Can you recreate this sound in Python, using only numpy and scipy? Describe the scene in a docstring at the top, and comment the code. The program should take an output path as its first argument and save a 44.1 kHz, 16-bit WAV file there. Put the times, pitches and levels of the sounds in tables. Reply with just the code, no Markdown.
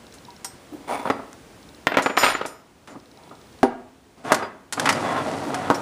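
"""Hand tools are cleared off a laminated workbench in a garage. First two wrenches slide off the top,
scraping in many tiny slips. They are dropped to one side, where they bounce, ring and rock to rest.
Next a metal bracket is set down, thumping the bench and ringing. Then sockets clack together in the
hand while the other tools are dragged away, and last a second bracket lands. All along the walls
echo, over soft air noise and a few runs of faint ticking."""
import sys
import numpy as np
from scipy import signal
from scipy.fft import rfft, irfft, next_fast_len
from scipy.io import wavfile
from scipy.ndimage import map_coordinates

SR = 44100
rng = np.random.default_rng(int(sys.argv[2]) if len(sys.argv) > 2 else 0)


def output_pcm(signal):
    """Save a mono or channel-first signal as 16-bit PCM at the path in sys.argv[1].

    Samples are clipped to [-1, 1] before scaling.
    """
    pcm = np.clip(np.atleast_2d(signal).T, -1, 1) * 32767
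    wavfile.write(sys.argv[1], SR, np.round(pcm).astype(np.int16))


N = 256476

# Metal landing. Thud (bass) and hardness (treble) count from the level; a fade, or t60, is a 60 dB fall.
# (time [s], level [dB], thud [dB], hardness [dB], fade [s])
LANDINGS = [(1.054, 12.5, 2, -20, 0.077), (1.073, 13.5, 1, -14, .06), (1.101, 22, 4.5, -12.5, .044),
            (1.191, 5, 2.5, -26, .06), (1.87, 24.5, -0.5, -1.5, 0.026), (1.919, 14.5, -5, -7, 0.04),
            (1.942, 14.5, -5, -2.5, 0.064), (1.971, 25, 0, -5, .049), (1.986, 22, -6, -9, .1),
            (2.061, 22, -2, -7, .057), (2.097, 13.5, -1, -5, .07), (2.175, 25, -11, -5, 0.041),
            (2.234, 21, -5.5, 1.5, .041), (2.264, 15, -5, 0, .046), (2.952, -2.5, 11.5, -38, .084),
            (3.31, -1, 6, -34, .1), (3.631, 26.5, -3, -18.5, .07), (4.32, 30, -7.5, -15.5, .074),
            (4.424, 13.5, 2.5, -12, .12), (4.775, 12, 4, -12, .05), (5.702, 27.5, 1.5, -21, .1)]
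# pitches the bench top boosts: (pitch [Hz], width [Hz], boost [dB])
BENCH_RESONANCES = [(99, 11, 9.5), (277.7, 20, 6), (360, 28, 0), (459, 53, 3), (614.5, 85, 4),
                    (757, 175, 2.5), (939, 41, 4.5), (1261, 51, 4), (1370, 73, 3), (1990, 76, 3)]
# how each kind of rubbing dies away: (name, fade [s])
RUB_FADE_S = {"slide": 0.22, "skitter": .35, "drag": 0.28, "groan": 0.24, "rasp": .3}


def landings():
    """Metal lands and sets the bench top knocking; stronger blows start with a sharper push."""
    out = np.zeros(N)
    for s, db, thud_db, hardness_db, t60 in LANDINGS + rocking():
        click_db = -34.5 + 0.51 * db + 0.23 * hardness_db  # strong, hard blows click more
        tone = [(30, thud_db - 34), (150, thud_db - 5.5), (260, thud_db), (600, -0.28), (1200, -0.29),
                (2500, hardness_db - .5), (6500, click_db - 3.5), (15000, click_db - 19)]
        push = contact(t60, snap=.03 * (db - 11), spiky_db=3.5)
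        add(out, s, amp(db) * colour(push, tone, BENCH_RESONANCES))
    return out


def rocking(start_s=2.35, hop_s=.062, shrink=0.63, loss_db=2.5):
    """Three more landings: the last wrench rocks to rest, each hop shorter and weaker."""
    times = [start_s + hop_s * (1 - shrink ** k) / (1 - shrink) for k in range(3)]
    return [(s, 16 - loss_db * k, -3.5, -7, 0.036) for k, s in enumerate(times)]


def wrench_rings():
    """A dropped wrench rings at its own high pitches, called modes."""
    # blows: (time [s], level [dB], favoured pitch [Hz], spread [octaves], damped after [s])
    strikes = [(1.871, -46, 14400, 0.066, 0.044), (1.972, -43.5, 14300, .08, .02),
               (2.025, -36, 7600, 0.36, 0.2), (2.183, -21, 8500, 3.3, 0.13),
               (2.238, -27.5, 8700, 0.032, 0.074), (2.24, -39, 6000, 0.89, .25),
               (2.297, -32.5, 9800, 0.13, 0.024), (2.337, -33.5, 7000, .1, 0.0089),
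               (2.462, -44, 9420, .04, 0.067), (2.464, -45.5, 9000, 1.1, 0.15)]
    # wrench modes: (pitch [Hz], level [dB], fade [s])
    modes = [(3031, -14, .4), (4797, -14, .5), (5040, 0, .5), (5245, -3, .48), (5625, -8, .5),
             (6500, -17, .5), (7033, -1, .55), (8280, -11, .5), (8650, -12, .4), (9324, -15, .45),
             (9518, -15, .45), (10600, -19, .5), (11140, -15, .5), (11655, -9, .5), (11914, -9, .45),
             (13010, -14, .38), (14116, -13, .4), (14395, -10, .45)]
    return ringing(strikes, modes, rise_s=.0015, scatter_db=.8)


def bench_thumps():
    """Things set down flat make the bench top ring low."""
    # blows: (time [s], level [dB], favoured pitch [Hz], spread [octaves], damped after [s])
    strikes = [(.284, -34.5, 945, 0.16, .05), (.447, -34.5, 870, 0.46, .05), (3.631, -1.5, 398, 1.6, .12),
               (5.702, -26, 635, 0.22, .1)]
    # low bench modes: (pitch [Hz], level [dB], fade [s])
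    modes = [(48, -25, .05), (241, -8.5, 0.18), (273, 4.5, 0.087), (333, -8, 0.11), (391, -1, .11),
             (420, -5.5, .08), (498, -10, 0.21), (627, -10, 0.097), (784, -5.5, 0.15), (960, -5, 0.11)]
    return ringing(strikes, modes, rise_s=.0005, scatter_db=.5)


def bracket_ring():
    """The first bracket rings on after landing."""
    # blow: (time [s], level [dB], favoured pitch [Hz], spread [octaves], damped after [s])
    strikes = [(3.631, -49, 3200, 0.46, 0.27)]
    # bracket modes: (pitch [Hz], level [dB], fade [s])
    modes = [(1460, 0, 0.37), (1810, 0, 0.23), (2245, -13, 0.57), (2440, -4, 0.31), (3090, -19, 1.8),
             (4100, -10, 0.24)]
    return ringing(strikes, modes, rise_s=.0006, scatter_db=.8)


def clacks():
    """Tools knock together with a bright buzz that the hand cuts short."""
    # knocks: (time [s], level [dB], click against the level [dB], fade [s])
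    knocks = [(.14, -19.5, 4, 0.11), (.446, -4, 4, 0.066), (1.33, -19.5, 2, 0.0063),
              (2.023, -1, -1.5, 0.088), (2.169, 10.5, -19, 0.013), (2.461, -12, 7, .11),
              (2.875, -9, -12, 0.12), (4.322, 9, -2.5, 0.028), (4.345, 9, -4.5, 0.029),
              (4.725, 2.5, -1.5, 0.024), (4.732, 3, -1.5, .044), (4.797, 10, -6, 0.028),
              (4.857, 14, -14.5, 0.05), (4.872, 15.5, -29, 0.041), (4.891, 20, -13, 0.073),
              (4.926, -1, 0, 0.017), (5.544, 6, -11, 0.043), (5.745, -1, -6.5, 0.12)]
    out = np.zeros(N)
    for s, db, click_db, t60 in knocks:
        tone = [(60, -20.0), (600, -1.5), (1400, 7.5), (2500, -1.5),
                (7000, click_db + 2.5), (10500, click_db - 3), (15000, click_db - 22.5)]
        push = contact(t60, snap=0.18, spiky_db=5)
        add(out, s, amp(db) * colour(push, tone))
    return out


def socket_chimes():
    """Light touches make sockets and other small steel parts chime."""
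    # touches: (time [s], level [dB], favoured pitch [Hz], spread [octaves], damped after [s])
    touches = [(.446, -29.5, 7500, 1.1, .12), (1.102, -47, 4850, 0.045, .1), (2.9, -53, 7000, .09, .05),
               (3.632, -40, 9600, 0.066, .05), (4.345, -41, 14600, .1, 0.0092),
               (4.426, -42.5, 4800, .05, 0.044), (4.926, -28, 4860, 0.037, 0.0039),
               (5.544, -40, 9500, 0.078, .01), (5.746, -29, 5400, 0.21, .005),
               (5.751, -48, 14500, .1, 0.034)]
    # socket modes: (pitch [Hz], level [dB], fade [s])
    modes = [(2460, -14, .14), (4860, -18, .3), (5276, -4, .25), (5420, -4, .12), (5674, 0, .15),
             (7068, -14, .2), (8323, -1, .25), (8800, -7, .12), (9400, -6, .12), (9550, -2, .11),
             (14200, -6, .18), (14600, -5, .1)]
    return ringing(touches, modes, rise_s=.0006, scatter_db=.8)


def drags(grit_db=-17.5):
    """Dragged tools rumble through the bench with a gritty hiss, losing force as they go."""
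    # pulls: (start [s], swell [s], length [s], level [dB])
    pulls = [(2.87, 0.014, .06, -42.5), (4.16, 0.0192, 0.044, -47), (4.23, 0.023, 0.14, -31),
             (4.71, .12, 1.1, -24.5)]
    # tone of the rumble and of the grit: (pitch [Hz], level [dB])
    rumble_tone = [(29, -65), (50, -56), (96, -12), (216, -5.5), (257, -4.5), (408, -9), (771, -8.5),
                   (1490, -18), (1980, -20.5), (5000, -35), (6500, -71), (11000, -120)]
    grit_tone = [(1500, -28), (3500, 3.5), (5500, 4.5), (10000, -0.5), (12500, -15), (15000, -14)]
    rumble = unit(colour(friction(rate=4000, size_db=1.5, uneven_db=1), rumble_tone, BENCH_RESONANCES))
    grit = unit(colour(friction(rate=7500, size_db=3.0, uneven_db=0.5), grit_tone))
    return strokes(pulls, RUB_FADE_S["drag"], sag_db_per_s=7) * (rumble + amp(grit_db) * grit)


def rasps():
    """Steel rasps when a dragged tool bears down."""
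    # presses: (start [s], swell [s], length [s], level [dB])
    presses = [(4.215, 0.086, 0.11, -28), (4.4, 0.034, 0.035, -37), (4.95, 0.11, .24, -26),
               (5.5, 0.022, 0.21, -34)]
    # tone of the rasp: (pitch [Hz], level [dB])
    tone = [(250, -31), (700, 2.5), (1300, 1), (2200, -6), (3500, -12.5), (6000, -38)]
    # tool modes: (pitch [Hz], width [Hz], boost [dB])
    modes = [(727, 140, 19), (1062, 83, 12), (1450, 50, 17), (1670, 50, 8), (2000, 55, 12), (3400, 71, 15)]
    slips = friction(rate=5400, size_db=1.5, uneven_db=1.5)
    return strokes(presses, RUB_FADE_S["rasp"]) * catching(slips, tone, modes, catch_db=2.0)


def slides():
    """Sliding wrenches shake the bench and sing with their own modes."""
    # pushes: (start [s], swell [s], length [s], level [dB])
    pushes = [(.79, 0.017, 0.043, -42.5), (.857, 0.024, 0.16, -28.5), (1.04, 0.016, 0.083, -39),
              (3.1, 0.094, .22, -53)]
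    # tone of the slide: (pitch [Hz], level [dB])
    tone = [(59, -51), (100, -32), (258, -1), (362, -8.5), (791, -0.5), (1920, -16.5), (2130, -12),
            (3050, -21.5), (3390, -22.5), (6390, -28), (9540, -31), (14500, -42.5), (15500, -38.5)]
    # sliding wrench modes: (pitch [Hz], width [Hz], boost [dB])
    modes = [(966, 55, 12.5), (2240, 58, 14), (3460, 120, 21), (9460, 390, 19), (14600, 500, 26)]
    slips = friction(rate=3000, size_db=0.5, uneven_db=2.5)
    return strokes(pushes, RUB_FADE_S["slide"]) * catching(slips, tone, modes, catch_db=2.6)


def skitters():
    """A dropped wrench skids briefly and shakes the bench."""
    # skids: (start [s], swell [s], length [s], level [dB])
    skids = [(2.175, 0.006, 0.058, -26), (2.22, 0.019, 0.034, -16.5)]
    # tone of a skid: (pitch [Hz], level [dB])
    tone = [(100, -14), (300, -9), (1200, 0.5), (2500, -2.5), (4500, -10.5), (7000, -22), (15000, -34)]
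    slips = friction(rate=4000, size_db=1.5, uneven_db=2.0)
    return strokes(skids, RUB_FADE_S["skitter"]) * unit(colour(slips, tone, BENCH_RESONANCES))


def groans():
    """Rubbing makes the bench give a low groan."""
    # rubs: (start [s], swell [s], length [s], level [dB])
    rubs = [(.712, 0.017, 0.041, -32), (5.38, .09, 0.1, -32.5)]
    # tone of the groan: (pitch [Hz], level [dB])
    tone = [(100, -46), (220, -16.5), (255, -7), (295, 3), (400, -17.5), (900, -24), (3000, -46.5)]
    slips = friction(rate=1700, size_db=-3.5, uneven_db=1.5)
    return strokes(rubs, RUB_FADE_S["groan"]) * unit(colour(slips, tone))


def garage_echo(x, delay_s=.007):
    """The walls throw the sound back; the treble dies first."""
    # length of the echo: (pitch [Hz], fade [s])
    fades = [(100, 0.83), (300, 0.61), (1500, 0.56), (5000, 0.34), (14000, 0.21)]
    hz, t, noise = signal.stft(rng.standard_normal(SR * 3 // 4), SR, nperseg=256)
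    tail = signal.istft(noise * amp(-60 * t / along(fades, hz)[:, None]), SR, nperseg=256)[1]
    echo = np.pad(tail / np.linalg.norm(tail), (round(delay_s * SR), 0))
    return signal.fftconvolve(x, echo)[:N]


def ticking(period_s=.059, jitter_s=.002):
    """A faint, thin tick repeats in short runs."""
    # runs of ticks: (start [s], end [s], level [dB])
    runs = [(0.069, .37, -20), (1.629, 1.76, -21), (2.999, 3.62, -25.5)]
    out = np.zeros(N)
    for start, end, db in runs:
        for s in np.arange(start, end, period_s):
            when = s + jitter_s * rng.standard_normal()
            add(out, when, amp(db) * contact(t60=0.007, snap=0.28, spiky_db=-1))
    return colour(out, [(2500, -24), (4000, 11.5), (4700, -1), (5500, 5.0), (7500, -19.5)])


def garage_air(level_db=-47.5, loud_db=22.8, depth_db=7, hold_s=0.57, recover_db_per_s=7.5):
    """Soft air noise that dips after each loud landing, stays down, then creeps back."""
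    # tone of the air: (pitch [Hz], level [dB])
    tone = [(15, -37), (25, -35), (53, -2.5), (289, -1), (322, -2.5), (445, -3.5), (582, -7), (782, -8.5),
            (848, -9.5), (1530, -14), (4040, -20), (9810, -25), (12500, -36.5), (15500, -27)]
    t, dip_db = np.arange(N) / SR, np.zeros(N)
    for s, db, *_ in LANDINGS:
        if db > loud_db:
            recovered_db = recover_db_per_s * np.maximum(t - s - hold_s, 0)
            dip_db = np.maximum(dip_db, (t > s) * (depth_db - recovered_db))
    return amp(level_db - dip_db) * unit(colour(rng.standard_normal(N), tone))


def contact(t60, snap, spiky_db, settle_s=0.0012):
    """The force of a hit: one sharp push holding the share snap of the energy, then dying chatter."""
    t = np.arange(SR // 4) / SR
    chatter = rng.standard_normal(len(t))
    chatter *= amp(spiky_db * rng.standard_normal(len(t)) - 60 * t / t60)
    chatter *= 1 - np.exp(-t / settle_s)
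    share = np.clip(snap, 0, 1)
    force = chatter * np.sqrt(1 - share) / np.linalg.norm(chatter)
    force[0] = np.sqrt(share)
    return force


def ringing(strikes, modes, rise_s, scatter_db, damped_t60=0.12, detune=0.00056):
    """Each strike favours the modes near one pitch; they die faster once the part lies flat or is held."""
    out, t = np.zeros(N), np.arange(SR * 3 // 4) / SR
    hz, mode_db, t60 = np.transpose(modes)[:, :, None]
    signs = (-1) ** np.arange(len(hz))[:, None]  # neighbouring modes swing opposite ways
    for s, db, centre_hz, spread, free_s in strikes:
        gains = amp(mode_db + scatter_db * rng.standard_normal(hz.shape))
        gains *= np.exp(-.5 * (np.log2(hz / centre_hz) / spread) ** 2)
        # the contact shifts each pitch a little, so overlapping rings waver
        shifted_hz = hz * (1 + detune * rng.standard_normal(hz.shape))
        waves = signs * np.sin(2 * np.pi * shifted_hz * t) * amp(-60 * t / t60)
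        shape = (1 - np.exp(-t / rise_s)) * amp(-60 * np.maximum(t - free_s, 0) / damped_t60)
        add(out, s, amp(db) * shape * (gains * waves).sum(0) / (np.linalg.norm(gains) + 1e-12))
    return out


def friction(rate, size_db, uneven_db):
    """Tiny slips of random size, about rate a second, swelling with the uneven pull of the hand."""
    slips = (rng.random(N) < rate / SR) * rng.standard_normal(N)
    slips *= amp(size_db * rng.standard_normal(N))
    return slips * amp(uneven_db * wobble(45))


def catching(slips, tone, modes, catch_db):
    """The touching point wanders, so two sets of modes take hold and let go."""
    sets = [unit(colour(slips, tone, BENCH_RESONANCES + modes[k::2])) for k in range(2)]
    return unit(sum(sound * amp(catch_db * wobble(14)) for sound in sets))


def strokes(rows, fade_s, sag_db_per_s=0):
    """Loudness of rubbing strokes: each swells, holds or sags, then dies away."""
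    gain = np.zeros(N)
    for start, swell, length, db in rows:
        t = np.maximum(np.arange(N) / SR - start, 0)
        fallen_db = sag_db_per_s * t + 60 * np.maximum(t - length, 0) / fade_s
        gain += np.minimum(t / swell, 1) ** 2 * amp(db - fallen_db)
    return gain


def colour(x, tone, modes=(), size=8192):
    """Filter x with a smooth tone of (pitch [Hz], level [dB]) points and with ringing modes."""
    hz = np.fft.rfftfreq(size, 1 / SR)
    boost_db = sum(db / (1 + (2 * (hz - centre) / width) ** 2) for centre, width, db in modes)
    cepstrum = irfft(np.log(amp(along(tone, hz) + boost_db)))
    # fold the second half onto the first, so the ringing comes after a hit and never before
    cepstrum[1:size // 2] *= 2
    cepstrum[size // 2 + 1:] = 0
    response = irfft(np.exp(rfft(cepstrum)))[:size // 2]
    return signal.fftconvolve(x, response)[:len(x)]


def amp(db):
    """Turn decibels into a gain."""
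    return 10 ** (np.asarray(db) / 20)


def unit(x):
    """Scale x to an average (rms) level of 1."""
    return x / np.sqrt(np.mean(x ** 2) + 1e-20)


def along(points, hz):
    """Join (pitch [Hz], value) points on a log pitch scale and read off at hz."""
    pitches, values = np.transpose(points)
    return np.interp(np.log(hz + 1), np.log(pitches + 1), values)


def add(track, s, sound):
    """Mix a sound into the track from time s."""
    part = track[round(s * SR):][:len(sound)]
    part += sound[:len(part)]


def wobble(rate):
    """A smooth curve through rate random points a second."""
    points = rng.standard_normal(int(N * rate / SR) + 4)
    return map_coordinates(points, [np.arange(N) * rate / SR])


def scene():
    """Everything on the bench, with the garage behind it, in one channel."""
    rings = bench_thumps() + wrench_rings() + socket_chimes()
    handling = landings() + clacks() + slides() + rasps() + skitters() + groans() + drags()
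    rings += bracket_ring()
    echo = garage_echo(amp(-12.5) * handling + amp(-16.5) * rings)
    return (handling + rings + echo + ticking() + garage_air())[None]


def record(dry, top_hz=15500):
    """Round off the loudest peaks and remove the highest treble."""
    clipped = dry / (1 + np.abs(dry) ** 6) ** (1 / 6)
    size = next_fast_len(N + SR // 4)
    kept = np.fft.rfftfreq(size, 1 / SR) < top_hz
    return irfft(rfft(clipped, size) * kept, size)[:, :N]


dry = scene()
out = record(dry)
output_pcm(out)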